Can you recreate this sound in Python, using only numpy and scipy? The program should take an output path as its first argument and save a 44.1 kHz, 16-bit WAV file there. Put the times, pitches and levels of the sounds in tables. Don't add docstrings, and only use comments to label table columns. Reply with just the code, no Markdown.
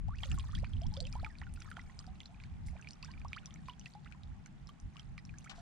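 import sys
import numpy as np
from scipy import signal
from scipy.fft import rfft, irfft
from scipy.io import wavfile
from scipy.ndimage import uniform_filter1d

SR = 44100
rng = np.random.default_rng(int(sys.argv[2]) if len(sys.argv) > 2 else 0)


def to_linear_factor(level_db):
    exponent = np.asarray(level_db, float) / 20
    return 10 ** exponent


def store_pcm(level_fs):
    pcm = np.round(np.clip(level_fs, -1, 1) * 32767).astype(np.int16)
    wavfile.write(sys.argv[1], SR, np.atleast_2d(pcm).T)


N = 247386

# frequency in Hz, density in dB per Hz.
SHORE_SPECTRUM = [(210, -28.5), (350, -4.5), (533, -11), (823, -1.5), (947, -8.5), (1990, -11.5),
                  (2290, -13), (3030, -17.5), (3690, -23.5), (5160, -25), (6930, -26), (9980, -34.5),
                  (13000, -59), (22000, -120)]
SHORE_DB = -68

# frequency in Hz, density in dB per Hz.
RUMBLE_SPECTRUM = [(8.8, -30), (15, -2), (43, 3.5), (86, 3.5), (204, -21), (400, -46.5), (520, -63),
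                   (880, -120)]
# frequency in Hz, density in dB per Hz.
FLUTTER_SPECTRUM = [(90, -18), (130, 1), (180, -1.5), (240, -10), (330, -22), (500, -47)]
# peak time in seconds, peak level in dB, half width in seconds.
GUSTS = [(0.086, -40.5, 0.018), (.25, -51, 0.067), (0.346, -32.5, 0.042), (0.582, -35, 0.031),
         (0.759, -38.5, 0.028), (.88, -36, 0.032), (1.2, -45.5, 0.058), (1.52, -49, 0.11),
         (2.12, -60.5, 0.055), (2.5, -53.5, 0.11), (2.679, -44.5, 0.048), (3.1, -59.5, .08),
         (3.27, -51, 0.068), (3.7, -61.5, 0.15), (4.09, -55.5, 0.035), (4.31, -53, 0.078),
         (4.64, -57.5, 0.036), (4.861, -48.5, 0.028), (5.109, -51, 0.054), (5.32, -55, 0.06),
         (5.6, -56.5, .06)]
# time in seconds, level in dB.
LULL = [(0, -46.5), (1.0, -45), (1.4, -55), (2.2, -59.5), (3.4, -63), (5.61, -64)]
# time in seconds, left minus right in dB.
BREEZE_BALANCE = [(0.0, -3.5), (1.51, 1), (1.78, -1), (5.61, 0)]
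FLUTTER_DB, FLUTTER_KNEE_DB, FLUTTER_STEEPNESS = -55, -42.5, 1.64

# peak time in seconds, trickle level in dB, spray relative to it in dB, decay in
# seconds.
SURGES = [(.24, -60.5, -10, 0.29), (.57, -72.5, -5, 0.15), (.95, -71.5, -7, 0.23), (1.15, -66, -11.5, 0.23),
          (1.62, -63, -14.5, 0.36), (2.0, -85.5, -1, 0.45), (2.43, -68, -18, 0.073), (2.8, -67, -19, 0.056),
          (3.07, -63.5, -14.5, 0.066), (3.34, -69, -13.5, 0.31), (3.701, -66, -12, 0.024),
          (3.88, -85, 7.5, 0.063), (4.09, -64.5, -25, 0.076), (4.99, -65, -13.5, 0.053),
          (5.4, -71, -15.5, .4)]
SURGE_RISE_S, SEEP_DB, SEEP_SPRAY_DB = 0.037, -82.5, -91.5

# start in seconds, life in ms, birth pitch in Hz, end pitch in Hz, level in dB.
CLIMBERS = [(0.084, 12.5, 704, 1110, -43.5), (0.106, 52, 1160, 2490, -50), (0.23, 13.4, 630, 1560, -42.5),
            (.53, 24, 1130, 2170, -49), (.574, 22, 1650, 2740, -52), (.626, 27, 438, 3010, -44),
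            (.816, 47, 666, 1050, -49), (.92, 58, 872, 1510, -54.5), (.971, 46, 534, 740, -45.5),
            (1.019, 57, 508, 604, -51), (1.177, 35, 884, 2600, -56), (1.413, 25.5, 669, 2800, -49.5),
            (1.773, 27.6, 621, 2430, -48), (2.29, 60, 713, 1200, -61.5), (2.73, 18, 657, 1060, -57),
            (2.752, 19.5, 550, 1180, -52.5), (3.029, 36, 986, 2860, -53.5), (3.362, 26.4, 1050, 3620, -42),
            (3.476, 28, 1025, 1300, -61), (4.058, 19.3, 1144, 2890, -51.5), (4.114, 4.9, 1180, 1900, -54),
            (4.31, 18, 1194, 2420, -65), (5.46, 23.6, 1202, 2550, -50), (5.58, 70, 703, 830, -53.5)]
CLIMB_POWER, LINGER_MS = 1.4, 48
# start in seconds, life in ms, birth pitch in Hz, swung pitch in Hz, level in dB.
SWINGERS = [(.256, 41, 583, 525, -53), (0.378, 37, 1140, 1065, -46), (1.13, 58, 2410, 2270, -62),
            (1.153, 21, 714, 997, -41), (1.229, 29, 584, 880, -44.5), (1.264, 21, 1440, 1200, -42.5),
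            (1.3, 59, 1990, 1620, -56.5), (1.468, 21, 1570, 1380, -50), (1.574, 16, 1480, 1380, -53),
            (1.617, 11, 1490, 1315, -51), (1.715, 14.4, 1650, 1270, -40.5), (1.769, 6.1, 1510, 1380, -36),
            (2.043, 6.2, 1470, 1310, -51.5), (2.8, 20, 1430, 1613, -58), (3.082, 50, 1635, 1550, -55.5),
            (3.087, 33, 865, 1080, -55.5), (3.248, 15.6, 656, 1123, -40.5), (3.685, 35, 1073, 972, -40.5),
            (4.461, 7.6, 1710, 1430, -51)]
REBOUND_SHARE = 0.22
# start in seconds, life in ms, pitch in Hz, level in dB.
RINGERS = [(.168, 16, 2520, -59), (.319, 6.1, 1270, -49.5), (.325, 37, 743, -57), (.441, 7.6, 1000, -49),
           (.484, 20, 1750, -57.5), (1.262, 31, 850, -51.5), (1.896, 48, 1046, -64),
           (2.077, 48, 737, -52.5), (3.951, 41, 818, -48), (4.691, 18, 1138, -50), (5.179, 10, 1170, -53),
           (5.34, 15, 1630, -52), (5.492, 105, 771, -60.5)]
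SURFACING_OCTAVES = 0.072

# time in seconds, peak in dB, pitch in Hz.
BEADS = [(0.1572, -55, 5400), (0.317, -42, 7140), (.387, -39, 7200), (0.5216, -50.5, 5700),
         (0.8675, -48, 5400), (1.5389, -44, 8800), (1.604, -51, 5900), (1.7031, -45.5, 8650),
         (1.8154, -60, 5300), (2.2034, -55, 6300), (2.6714, -44.5, 8200), (2.814, -51.5, 6100),
         (2.9079, -41, 5170), (2.933, -49, 5340), (3.047, -43.5, 5500), (3.283, -51, 5450),
         (3.4585, -39.5, 5820), (3.5409, -48.5, 6060), (3.7958, -45.5, 6100), (4.4605, -47, 6170),
         (4.69, -46.5, 6400), (4.8005, -51.5, 5940), (4.9955, -51, 5540), (5.252, -50, 5360),
         (5.3849, -44.5, 6270), (5.4436, -43, 7840)]
# time in seconds, peak in dB, pitch in Hz.
DROPLETS = [(0.1842, -50, 4750), (0.5505, -38, 4100), (0.5875, -46, 4940), (0.818, -50, 5200),
            (0.9396, -42, 5000), (0.9737, -47.5, 4870), (1.0036, -52, 5100), (1.068, -42, 4940),
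            (1.1268, -41, 4950), (1.3858, -49, 4280), (1.563, -55.5, 4470), (1.621, -46, 5000),
            (1.9911, -39, 4800), (2.0667, -50, 4730), (2.2589, -46.5, 4310), (2.4374, -49, 4180),
            (2.8878, -45.5, 5070), (3.0273, -43.5, 4480), (3.116, -50, 4690), (3.1976, -51.5, 5130),
            (3.3643, -50, 4530), (3.686, -56, 4600), (3.8576, -49, 4400), (3.937, -54.5, 4460),
            (4.672, -51, 5200), (5.1784, -48, 4450), (5.4959, -51, 4200)]
# time in seconds, peak in dB, pitch in Hz.
PLINKS = [(.187, -48.5, 2780), (.2339, -34.5, 3230), (.5522, -40, 3310), (.7345, -48.5, 3240),
          (.7678, -53, 2970), (.8345, -49.5, 3210), (.865, -54.5, 3240), (.9433, -53.5, 4200),
          (.9674, -41.5, 3470), (1.0402, -57, 3390), (1.0525, -43.5, 3140), (1.199, -53, 4170),
          (1.7693, -55, 3070), (2.2569, -47.5, 4100), (2.9078, -48, 4200), (3.3832, -60, 2770),
          (3.4583, -55, 3430), (3.697, -43.5, 2960), (3.7347, -57, 3260), (3.8125, -55.5, 2970),
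          (4.6783, -59, 4130), (4.693, -53, 3100), (4.996, -46, 3170)]
# time in seconds, peak in dB, pitch in Hz.
SMACKS = [(.3156, -36, 2700), (.397, -38.5, 3150), (.645, -40, 2340), (.8134, -52, 2920),
          (1.0041, -30, 4180), (1.4163, -41, 1820), (1.6202, -47.5, 2420), (2.2042, -39.5, 3250),
          (2.2328, -50.5, 3500), (2.401, -49, 2430), (2.438, -50, 2140), (3.3316, -32, 2300),
          (3.5078, -48.5, 3200), (3.6827, -48.5, 2340), (4.124, -49, 2400), (4.2344, -48.5, 3780),
          (4.462, -51.5, 2130), (4.9685, -49, 2770), (5.1802, -40.5, 2270)]
# time in seconds, peak in dB, pitch in Hz.
STRAYS = [
    (0.345, -42.5, 11500),
    (3.216, -54.5, 2380),
    (4.047, -55.5, 3550),
]
# time in seconds, peak in dB, pitch in Hz.
DRIPS = [(1.0705, -46, 2640), (1.1313, -54, 2420), (1.2466, -36, 2340), (1.3538, -55, 2360),
         (1.56, -56.5, 2540), (1.7943, -45.5, 1950), (1.8975, -56, 1930), (2.3451, -58, 2410),
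         (2.685, -52, 2070), (2.766, -57.5, 2330), (2.825, -52, 2600), (2.8458, -52, 2310),
         (2.8725, -44, 2340), (3.03, -44.5, 2560), (3.1379, -52.5, 2300), (3.1773, -54.5, 2360),
         (3.5593, -53, 2200), (3.8595, -41.5, 2614), (5.2936, -50.5, 2450), (5.447, -56, 2220),
         (5.474, -54.5, 2200)]
SMACK_CYCLES, DRIP_CYCLES, PLINK_CYCLES = 2.33, 4.95, 5.8

# start in seconds, length in seconds, centre in Hz, level in dB.
GUSHES = [
    (2.658, 0.06, 8700, -65),
    (5.491, 0.094, 1500, -58.5),
    (5.494, 0.034, 3840, -53),
    (5.549, 0.082, 6040, -65.5),
]

# from in seconds, to in seconds, extra left level in dB.
LEFT_DRIPS = [
    (4.11, 4.135, 21),
    (4.95, 4.98, 21),
    (5.485, 5.53, 12.5),
]
# frequency in Hz, left minus right in dB.
PORT_BALANCE = [(500, -1.5), (2300, -5), (4500, -2.5), (6500, 3.7), (9000, -1.5), (12000, -6)]
# frequency in Hz, left lead in radians.
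PORT_LEAD = [(4500, 0), (6200, -1.6), (8400, -2.4), (11000, -1.5)]
# frequency in Hz, gain in dB.
GRILLE = [(3000, 0), (7000, 0), (9500, 0), (11000, -13.5), (15000, -8.5)]
HOUSING_T60_S, HOUSING_DB = .035, -11


def unit(x):
    return x / np.sqrt(np.mean(x ** 2))


def on_log(points, hz):
    point_hz, value = np.transpose(points)
    return np.interp(np.log(np.maximum(hz, 1)), np.log(point_hz), value)


def curve(table):
    s, value = np.transpose(table)
    return np.interp(np.arange(N) / SR, s, value)


def walk(rate_hz):
    hold = int(SR / rate_hz)
    steps = np.repeat(rng.standard_normal(N // hold + 1), hold)
    slewed = uniform_filter1d(uniform_filter1d(steps, hold), hold)
    return unit(slewed[:N])


def bands(points, flicker_db, rate_hz, likeness):
    hz = np.arange(N // 2 + 1) * SR / N
    shape = to_linear_factor(on_log(points, hz))
    octave = np.log2(np.maximum(hz, 1))
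    out = 0
    for centre in np.arange(np.log2(points[0][0]), np.log2(points[-1][0]) + .5, .5):
        share = np.cos(np.pi * np.clip(octave - centre, -.5, .5))
        mid, side = irfft(rfft(rng.standard_normal((2, N))) * shape * share, N)
        pair = np.sqrt(1 + likeness) * mid + np.sqrt(1 - likeness) * side * np.array([[1], [-1]])
        out = out + pair * to_linear_factor(flicker_db * walk(rate_hz))
    return unit(out)


def add(out, s, sound, pan_db):
    for port, sign in enumerate((1, -1)):
        i = int(s * SR - sign * pan_db * .3)
        n = max(min(len(sound), N - i), 0) * (i >= 0)
        out[port, i:i + n] += sound[:n] * to_linear_factor(sign * pan_db / 2)


def side_of(s):
    return sum(db for start, end, db in LEFT_DRIPS if start <= s < end)


def plink(hz, cycles, glide, tick_db):
    turn = np.arange(int(3 * cycles * SR / hz) + 8) * hz / SR
    ring = np.sin(2 * np.pi * (turn + glide * turn ** 2 / (2 * cycles)))
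    sound = ring * (1 - np.exp(-turn / 0.22)) * np.exp(-(turn / cycles) ** 1.13 * 0.69)
    sound[:4] += to_linear_factor(tick_db) * np.array([-0.91, -0.5, -1.5, -0.13])
    return sound


def shore():
    wash = bands(SHORE_SPECTRUM, flicker_db=.9, rate_hz=5, likeness=.1) * to_linear_factor(.5 * walk(3))
    return wash * to_linear_factor(SHORE_DB + np.array([[-.6], [.6]]))


def gusts():
    t = np.arange(N) / SR
    power = to_linear_factor(curve(LULL)) ** 2
    for s, db, width_s in GUSTS:
        power = power + to_linear_factor(db) ** 2 * np.exp(-((t - s) / width_s) ** 2)
    rumble_db = 10 * np.log10(power)
    over_knee = to_linear_factor(FLUTTER_STEEPNESS * (rumble_db - FLUTTER_KNEE_DB)) ** 2
    return rumble_db, FLUTTER_DB + 10 * np.log10(1 + over_knee)


def breeze():
    rumble_db, flutter_db = gusts()
    pan_db = curve(BREEZE_BALANCE)
    rumble = to_linear_factor(rumble_db + 3.5) * bands(RUMBLE_SPECTRUM, flicker_db=1.7, rate_hz=7, likeness=0.48)
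    flutter = to_linear_factor(flutter_db) * bands(FLUTTER_SPECTRUM, flicker_db=1.6, rate_hz=12, likeness=.1)
    eddies = to_linear_factor(2.23 * np.array([walk(20), walk(18)]))
    return (rumble + flutter) * eddies * to_linear_factor(np.array([pan_db, -pan_db]) / 2)


def drain():
    t = np.arange(N) / SR
    fine, trickle = to_linear_factor(SEEP_SPRAY_DB) ** 2, to_linear_factor(SEEP_DB) ** 2
    for s, db, spray_db, decay_s in SURGES:
        exponent = np.where(t < s, -((t - s) / SURGE_RISE_S) ** 2, -2 * (t - s) / decay_s)
        power = to_linear_factor(db) ** 2 * np.exp(exponent)
        fine = fine + power * to_linear_factor(spray_db) ** 2
        trickle = trickle + power
    return np.sqrt(fine), np.sqrt(trickle)


def patter(low_hz, octaves, cycles, scatter_db, tilt_db, count):
    out = np.zeros((2, N))
    for when, pitch, size, side in rng.random((count, 4)):
        db = scatter_db * min(-np.log(1 - size), 4) + tilt_db * octaves * pitch
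        drop = plink(low_hz * 2 ** (octaves * pitch), cycles, glide=0.032, tick_db=-23)
        add(out, when * N / SR, to_linear_factor(db) * drop, 12 * (side - .5))
    return unit(out)


def spray():
    fine_gain, trickle_gain = drain()
    fine = patter(3200, octaves=2.1, cycles=3.2, scatter_db=3.6, tilt_db=-1.5, count=5000)
    trickle = patter(969, octaves=1.865, cycles=5.5, scatter_db=4.7, tilt_db=-0.49, count=1500)
    return fine * fine_gain * to_linear_factor(8.5) + trickle * trickle_gain * to_linear_factor(-0.5)


def trapped_air():
    for s, ms, *hz, db in CLIMBERS:
        birth, end = np.log2(hz)
        half_way = birth + (end - birth) * .5 ** (CLIMB_POWER + (ms / LINGER_MS) ** 4)
        yield s, ms, birth, half_way, end, db
    for s, ms, *hz, db in SWINGERS:
        birth, swung = np.log2(hz)
        yield s, ms, birth, swung, swung - REBOUND_SHARE * (swung - birth), db
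    for s, ms, hz, db in RINGERS:
        birth = np.log2(hz)
        yield s, ms, birth, birth + SURFACING_OCTAVES / 2, birth + SURFACING_OCTAVES, db


def bubbles():
    out = np.zeros((2, N))
    for s, ms, birth, half_way, end, db in trapped_air():
        life = np.arange(int(1.8 * ms * SR / 1000)) / (ms * SR / 1000)
        bend = np.polyfit([0, .5, 1], [birth, half_way, end], deg=2)
        octave = np.polyval(bend, np.minimum(life, 1))
        rise = np.clip(end - birth, 0, 2)
        fade_db = -(11 + 13 * np.exp(-rise / .15)) * life ** .8
        fade_db -= 200 * min(rise, .5) * np.maximum(life - .95, 0)
        onset = np.minimum(life / (0.0088 + 3.6 * rise / ms), 1)
        sound = onset * to_linear_factor(fade_db) * np.sin(2 * np.pi * np.cumsum(2 ** octave) / SR)
        sound[:4] += to_linear_factor(-19) * np.array([1.5, -5.0, -1.5, -7.3])
        add(out, s, to_linear_factor(db + 2) * sound, side_of(s))
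    return out


def splash(out, s, db, hz, cycles, chance, tick_db):
    glide = 0.033 * (chance[0] - .2)
    add(out, s, to_linear_factor(db) * plink(hz, cycles, glide, tick_db), side_of(s))
    for late, pitch, size in chance[1:].reshape(-1, 3):
        small_hz = min(hz * 2 ** (1.8 * pitch - .7), 14000)
        small = plink(small_hz, cycles=7.3, glide=0.019, tick_db=-18)
        crown_db = db - 14 - 10 * size - 6 * late
        add(out, s + 0.0018 + .022 * late ** 1.2, to_linear_factor(crown_db) * small, side_of(s) + 6 * (size - .5))


def drops():
    out = np.zeros((2, N))
    for table in BEADS, DROPLETS, STRAYS:
        for (s, db, hz), chance in zip(table, rng.random((30, 16))):
            splash(out, s, db + 6.5, hz, 0.61 + 4.4 * chance[1], chance, tick_db=-8)
    for table, cycles in (PLINKS, PLINK_CYCLES), (SMACKS, SMACK_CYCLES), (DRIPS, DRIP_CYCLES):
        for (s, db, hz), chance in zip(table, rng.random((30, 16))):
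            splash(out, s, db + 4, hz, cycles, chance, tick_db=-11)
    return out


def gushes():
    out = np.zeros((2, N))
    for s, length_s, hz, db in GUSHES:
        u = np.arange(int(2 * length_s * SR)) / (length_s * SR)
        band = signal.butter(2, [0.51 * hz, 1.19 * hz], "band", fs=SR, output="sos")
        hiss = signal.sosfilt(band, rng.standard_normal(N))
        ragged = unit(hiss) * to_linear_factor(2.5 * walk(250))
        envelope = np.minimum(u / 0.09, 1) * np.exp(-1.5 * u ** 2)
        add(out, s, to_linear_factor(db) * ragged[:len(u)] * envelope, side_of(s))
    return out


def ports(water):
    t = np.arange(int(.09 * SR)) / SR
    ring = rng.standard_normal((2, len(t))) * np.exp(-np.log(1000) * t / HOUSING_T60_S) * (t > .0015)
    ring *= to_linear_factor(HOUSING_DB) / np.sqrt(np.sum(ring ** 2, axis=1, keepdims=True))
    bright = signal.sosfilt(signal.butter(2, 1500, "high", fs=SR, output="sos"), water)
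    water = water + signal.fftconvolve(bright, ring, axes=1)[:, :N]
    hz = np.arange(N // 2 + 1) * SR / N
    left = to_linear_factor(on_log(PORT_BALANCE, hz) / 2) * np.exp(1j * on_log(PORT_LEAD, hz) / 2)
    return irfft(rfft(water) * to_linear_factor(on_log(GRILLE, hz)) * np.array([left, 1 / left]), N)


def scene():
    background = shore() + breeze()
    water = spray() + bubbles() + drops() + gushes()
    return background + ports(water)


def low_pass(x):
    return signal.sosfilt(signal.butter(12, 14850, fs=SR, output="sos"), x)


def record(dry):
    return low_pass(dry)


dry = scene()
out = record(dry)
store_pcm(out)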